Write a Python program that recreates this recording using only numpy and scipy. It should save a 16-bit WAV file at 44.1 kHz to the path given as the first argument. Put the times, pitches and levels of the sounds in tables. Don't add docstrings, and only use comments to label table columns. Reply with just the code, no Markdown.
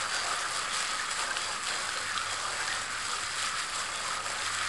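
import sys
import numpy as np
from scipy import signal
from scipy.fft import rfft, irfft
from scipy.io import wavfile
from scipy.ndimage import uniform_filter1d

SR = 44100
rng = np.random.default_rng(int(sys.argv[2]) if len(sys.argv) > 2 else 0)


def int16_out(signal):
    q = np.round(np.clip(np.atleast_2d(signal).T, -1, 1) * 32767)
    wavfile.write(sys.argv[1], SR, q.astype(np.int16))


def ratio_of_db(decibels):
    return 10 ** (np.asarray(decibels, float) / 20)


N = 206737
FREQ = np.fft.rfftfreq(N, 1 / SR)
BURST = 400
LARGEST = 2.9

# start_s, peak_db, tube_db (re peak), cutter_db (re peak)
BEAN_CRACKS = [(0.0957, -25, -7, -11), (0.1456, -17, -7, -10), (0.1654, -20, -11, -15),
               (0.2004, -21, -14, -19), (0.5916, -25, 2, -7), (0.8265, -20.5, -6, -10),
               (0.9956, -30, -18, -18), (1.1922, -18.5, -9, -13), (1.3074, -25.5, -8, -6),
               (1.3693, -16, -7, -23), (1.6701, -19, -11, -13), (1.6874, -19, -10, -15),
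               (1.8906, -21.5, -4, -12), (1.9724, -22, -3, -14), (2.176, -15.5, -20, -23),
               (2.2149, -21, -13, -17), (2.4014, -23, -10, -14), (2.6783, -21, -7, -14),
               (2.7014, -22, -13, -16), (2.7267, -18.5, -18, -18), (3.052, -22, -13, -19),
               (3.4271, -19, -9, -9), (3.9584, -22, -11, -8), (4.3011, -22.5, 1, -11),
               (4.3595, -23, -5, -18), (4.4204, -18.5, -6, -20), (4.4638, -20.5, -13, -11),
               (4.5486, -21.5, -10, -8), (4.587, -20, -15, -13), (4.6124, -23, -5, -13)]
ZONE_BORDERS_HZ = [300, 1050, 1420, 2500, 5400, 13000]
ZONE_REST_DB = [-46, -42.5, -39.5, -42, -42]


def level(x, db):
    return x * ratio_of_db(db) / np.sqrt(np.mean(x ** 2))


def curve(table):
    s, *columns = np.transpose(table)
    return [np.interp(np.arange(N) / SR, s, c) for c in columns]


def colour(table):
    hz, db = np.transpose(table)
    return ratio_of_db(np.interp(np.log(FREQ + 1), np.log(hz), db))


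def causal(gain):
    cepstrum = irfft(np.log(gain + 1e-7), N)
    cepstrum[1:N // 2] *= 2
    cepstrum[N // 2 + 1:] = 0
    return np.exp(rfft(cepstrum))


def ring(x, hz, width_hz):
    return signal.lfilter(*signal.iirpeak(hz, hz / width_hz, fs=SR), x)


def walk(rate):
    hold = int(SR / rate)
    steps = rng.standard_normal(N // BURST)[:N // hold + 1]
    slewed = uniform_filter1d(np.repeat(steps, hold), hold)
    return 1.855 * uniform_filter1d(slewed, hold)[:N]


def swell(at_s, length_s, release=1):
    t = np.arange(N) / SR - at_s
    return np.exp(-(t / (length_s * np.where(t > 0, release, 1))) ** 2)


def mill():
    # centre_hz, width_hz, level_db (over the broad colour)
    brass_modes = [(540, 160, -10.5), (710, 27, -9), (860, 17, -11), (1034, 26, -9.5), (1190, 43, -2.5),
                   (1256, 70, -2.5), (1350, 110, -11), (1520, 39, -10), (1628, 27, -6), (1760, 35, -7),
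                   (1910, 79, -17.5), (2150, 48, -28), (3290, 71, -6), (3450, 85, -11.5), (4030, 48, -14),
                   (4670, 35, -29), (4860, 110, -5.5), (5330, 120, -6), (7450, 56, 1), (7790, 250, -2)]
    effort_db = effort()
    _, peak_db, tube_db, cutter_db = np.transpose(BEAN_CRACKS)
    tube_db = peak_db + tube_db
    crack_db = [tube_db + 6.0, tube_db + 9.5, tube_db + 5, peak_db + 9.5, peak_db + cutter_db + 18]
    decay_s = [.002, .0015, .001, .0007, .0007]
    splinters = rng.standard_normal((len(BEAN_CRACKS), BURST))
    beans = fractures(2500., 2.3) * ratio_of_db(1.7 * walk(40.))
    out = 0
    for k, grit_db in enumerate([7.0, 8.0, 3.0, 2.5, 0.5]):
        grit = ratio_of_db(grit_db + 0.33 * walk(18.)) * fractures(9000., 1.87)
        drive = level(beans + grit, 0) * ratio_of_db(effort_db[k])
        drive = drive + cracks(splinters, crack_db[k], decay_s[k])
        low, high = ZONE_BORDERS_HZ[k:k + 2]
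        body = drive
        for hz, width_hz, db in brass_modes:
            if low <= hz < high:
                body = body + ratio_of_db(db + 1.0 * walk(11.)) * ring(drive, hz, width_hz)
        body = irfft(rfft(body) * causal(zone(k)), N)
        out = out + body * np.std(drive) / np.std(body)
    return out


def effort():
    # at_s, push_db
    turns = [(.03, 4.5), (.31, 7.5), (.62, 5), (.93, 5), (1.23, 6.5), (1.55, 1.5), (1.87, 0.5), (2.19, 1.5),
             (2.47, 4.5), (2.78, 4.5), (3.11, 4.5), (3.46, 2), (3.8, 6.5), (4.13, 3), (4.49, 6.5),
             (4.64, 2.5)]
    # at_s, length_s, burrs_db, tube_wall_db
    bites = [(0.077, 0.023, -2, -3), (0.146, 0.085, 2, 3), (0.32, 0.11, 2.5, 0.5), (.59, 0.086, 2, -1),
             (0.678, 0.021, -5.5, 2), (0.824, 0.11, 3.5, 2), (1.217, 0.037, 4.5, 2.5), (1.3, .03, 0, -2),
             (1.396, 0.04, 1.5, 0), (1.613, .04, -3.5, -3), (1.704, 0.051, 3.5, 2), (1.894, 0.027, 0, -0.5),
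             (2.166, 0.029, 1.5, 2), (2.443, 0.054, 1.5, -3.5), (2.615, 0.022, 0, 4),
             (2.714, 0.059, 2.5, 0.5), (2.89, 0.038, -4, -1), (3.122, 0.044, 3.5, -2),
             (3.428, 0.068, 4.5, 2.5), (3.514, 0.027, -2, -1), (3.595, 0.032, 3, 3),
             (3.78, 0.049, 1.5, -2.5), (3.897, 0.026, -2, -1), (4.1, 0.052, 1.5, -2),
             (4.208, 0.043, -3, -5), (4.442, 0.055, 3, 1.5), (4.66, 0.14, 2, 3.5)]
    # at_s, level_db
    powder_flow = [(0.0, -61), (0.01, -44), (0.34, -42.5), (0.39, -44.5), (1.17, -47.5), (1.2, -41),
                   (1.47, -45.5), (1.49, -40.5), (1.63, -52.5), (1.71, -41), (2.06, -49), (2.49, -41.5),
                   (3.08, -49.5), (3.11, -43.5), (3.28, -48.5), (4.41, -43.5), (4.48, -49.5), (4.69, -46.5)]
    push_s, return_s = 0.05, .13
    push = 0
    for s, db in turns:
        push = push + db * (swell(s, push_s) + 0.28 * swell(s + return_s, push_s))
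    burrs, wall = sum(np.outer(db, swell(s, length, 1.02)) for s, length, *db in bites)
    flow = curve(powder_flow)[0]
    push_to_burrs = 0.088
    moves = [flow - flow.mean() + 0.19 * push,
             push + 0.11 * burrs,
             wall,
             burrs + push_to_burrs * push,
             0.85 * burrs + push_to_burrs * push]
    return [rest_db + move for rest_db, move in zip(ZONE_REST_DB, moves)]


def fractures(rate, spread_db):
    strikes = rng.random(N) < rate / SR
    sizes = ratio_of_db(spread_db * np.minimum(rng.exponential(size=N), LARGEST))
    return level(strikes * rng.standard_normal(N) * sizes, 0)


def cracks(splinters, db, decay_s):
    out = np.zeros(N + BURST)
    t = np.arange(BURST) / SR
    shape = (1 - np.exp(-t / .0006)) * np.exp(-t / decay_s)
    for row, burst, size in zip(BEAN_CRACKS, splinters * shape, ratio_of_db(db)):
        at = int(row[0] * SR)
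        out[at:at + BURST] += size * burst / np.sqrt(np.sum(burst ** 2))
    return out[:N]


def zone(k, order=10):
    # freq_hz, level_db (per Hz)
    mill_colour = [(210, -44.5), (350, -17.5), (450, -16.5), (562, -10.5), (614, -13.5), (877, -8),
                   (958, -9.5), (1230, -2), (2430, -9), (3970, -10), (4810, -8.5), (5750, -19), (7730, -16),
                   (10400, -19.5), (12000, -38), (15700, -66), (22000, -120)]
    low, high = ZONE_BORDERS_HZ[k:k + 2]
    slopes = (1 + (low / (FREQ + 1)) ** order) * (1 + (FREQ / high) ** order)
    return colour(mill_colour) / np.sqrt(slopes)


def squeaks():
    # middle_s, length_s, pitch_hz, level_db
    caught_beans = [(0.025, 0.063, 1295, -40), (0.136, 0.06, 3370, -46), (0.17, 0.069, 1510, -39.5),
                    (0.174, 0.17, 4690, -44), (0.18, 0.1, 6530, -48), (0.753, 0.093, 3450, -43.5),
                    (0.924, 0.14, 4530, -51), (0.99, 0.13, 1800, -50), (0.743, 0.06, 1220, -43),
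                    (1.094, 0.08, 3320, -48), (1.2, 0.072, 7410, -46), (1.22, 0.052, 860, -44),
                    (1.296, 0.04, 1583, -35.5), (1.427, 0.06, 3330, -44), (1.456, 0.15, 4740, -45.5),
                    (1.734, 0.13, 4100, -47.5), (1.993, 0.12, 520, -51), (1.9, 0.23, 1490, -43),
                    (1.984, 0.13, 4150, -49), (2.1, 0.1, 1770, -41.5), (2.193, 0.13, 1360, -37.5),
                    (2.31, 0.055, 3280, -43.5), (2.75, 0.13, 1826, -41), (2.9, 0.2, 1520, -45),
                    (3.09, 0.13, 4760, -49), (3.479, 0.18, 1270, -42.5), (3.966, 0.082, 3450, -46),
                    (4.077, 0.05, 1050, -41), (3.32, 0.1, 4900, -49), (0.276, 0.25, 700, -47)]
    t, slips, out = np.arange(N) / SR, fractures(4000., 1.3), np.zeros(N)
    for middle, length, hz, db in caught_beans:
        caught = np.abs(t - middle) < length
        sung = ring(ring(slips[caught], hz, 70 + .03 * hz), hz, 120 + .04 * hz)
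        bell = np.exp(-((t[caught] - middle) / (0.61 * length)) ** 2)
        out[caught] += level(sung, db + .5) * bell
    return out


def knocks():
    # start_s, peak_db, pitch_hz
    wall_hits = [(0.0467, -22, 1290), (0.141, -18, 1480), (0.318, -25, 1280), (0.453, -19.5, 1580),
                 (0.9951, -17, 1740), (1.038, -21.5, 1174), (1.088, -23, 1360), (1.2678, -24, 1280),
                 (1.3097, -17, 1540), (1.367, -19, 1480), (1.706, -22, 1550), (1.8891, -19, 1600),
                 (2.154, -22, 1280), (2.176, -20, 1190), (2.2147, -17.5, 1350), (2.3954, -28, 1180),
                 (2.4268, -24, 1260), (2.453, -20.5, 1210), (2.4912, -22, 1350), (2.5977, -24, 1460),
                 (2.681, -19, 1650), (2.9594, -20, 1350), (3.1323, -17.5, 1300), (3.4438, -19, 1250),
                 (4.1077, -17.5, 1260), (4.1694, -20, 1235), (4.357, -27, 1500), (4.504, -25, 1246),
                 (4.5478, -24, 1280), (4.614, -17.5, 1270)]
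    t, out = np.arange(2 * BURST) / SR, np.zeros(N + 2 * BURST)
    shape = (t / 0.0031) * np.exp(1 - t / 0.0021)
    for (start, db, hz), phase in zip(wall_hits, rng.random((len(wall_hits), 1))):
        at = int(start * SR)
        out[at:at + 2 * BURST] += ratio_of_db(db - 6.0) * shape * np.sin(2 * np.pi * (hz * t + phase))
    return out[:N]


def glides():
    # start_s, end_s, from_hz, to_hz, level_db
    squeezed_beans = [
        (2.58, 2.66, 1407, 1800, -43),
        (2.67, 2.729, 1600, 2100, -38),
    ]
    t, out, rough = np.arange(N) / SR, np.zeros(N), walk(105.)
    for start, end, from_hz, to_hz, db in squeezed_beans:
        along = np.clip((t - start) / (end - start), 0, 1)
        phase = 2 * np.pi * np.cumsum(from_hz + (to_hz - from_hz) * along ** 0.91) / SR
        out += ratio_of_db(db + 0.5) * np.sin(np.pi * along) * rough * np.sin(phase)
    return out


def chips():
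    rate_per_s, low_hz, high_hz, cycles = 260, 2004, 9540, 5.1
    when, pitch, size = rng.random((1500, 3)).T
    t, out = np.arange(BURST // 2) / SR, np.zeros(N + BURST)
    hz = (low_hz * (high_hz / low_hz) ** pitch)[:, None]
    fall = t * hz / cycles
    heard = np.arange(len(when)) < rate_per_s * N / SR
    gain = heard * ratio_of_db(3.0 * np.minimum(-np.log(size), LARGEST))
    snaps = gain[:, None] * np.sqrt(hz * fall) * np.exp(-3 * fall) * np.sin(2 * np.pi * hz * t)
    np.add.at(out, (when * N).astype(int)[:, None] + np.arange(len(t)), snaps)
    shell_bite_db = effort()[3] - ZONE_REST_DB[3]
    return level(out[:N], -46.5) * ratio_of_db(shell_bite_db)


def room(x):
    t60_s, wet_db = 0.28, -11
    t = np.arange(SR // 2) / SR
    decay = np.exp(-np.log(1000) * t / t60_s) * (t > .004)
    tails = rng.standard_normal((4, len(t))) * decay
    tails = signal.lfilter([1], [1, -.15], tails)
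    shares = np.array([walk(5.) for _ in tails])
    shares /= np.sqrt(np.sum(shares ** 2, axis=0))
    wet = sum(signal.fftconvolve(x * share, tail)[:N] for share, tail in zip(shares, tails))
    return x + ratio_of_db(wet_db) * wet * np.std(x) / np.std(wet)


def fan():
    # freq_hz, level_db (per Hz)
    rumble_colour = [(12, -31), (20, -5.5), (48, -8), (91, -5.5), (140, -8), (188, -6.5), (420, -9),
                     (550, -18), (920, -120)]
    # start_s, end_s
    spells = [
        (-.1, .07),
        (2.02, 3.52),
        (4.0, 5.1),
    ]
    hum_hz, waver_hz, low_db, high_db, ramp_s = 93.7, 1.17, -67, -60, .04
    beat_hz, beat_db, beat_peak_s = 5.7, 2.0, 3.07
    noise = rng.standard_normal((2, N))
    phase = 2 * np.pi * np.cumsum(hum_hz + waver_hz * walk(6.)) / SR
    t = np.arange(N) / SR
    up = sum(np.clip(np.minimum(t - start, end - t) / ramp_s + .5, 0, 1) for start, end in spells)
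    beat = beat_db * np.cos(2 * np.pi * beat_hz * (t - beat_peak_s))
    drone_db = low_db + (high_db - low_db) * up + beat + 1.3 * walk(18.0)
    drone = np.sqrt(2) * np.sin(phase) * ratio_of_db(drone_db)
    overtone = level(ring(noise[0], 199.2, 3.9), -71)
    rumble = level(irfft(rfft(noise[1]) * colour(rumble_colour), N), -55.5)
    return drone + overtone + rumble


def scene():
    grinding = mill() + squeaks() + knocks() + glides() + chips()
    return (room(grinding) * ratio_of_db(0.3) + fan())[None]


def roll_off(x):
    return signal.sosfilt(signal.butter(12, 12200, fs=SR, output="sos"), x)


def record(dry):
    spectrum = rfft(dry) / np.sqrt(1 + (FREQ / 12000) ** 60)
    edge = FREQ > 11800
    kept = uniform_filter1d(1. * (walk(45.) > .2), BURST)
    heard = irfft(spectrum * ~edge, N) + kept * irfft(spectrum * edge, N)
    return roll_off(heard + .0015)


dry = scene()
out = record(dry)
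int16_out(out)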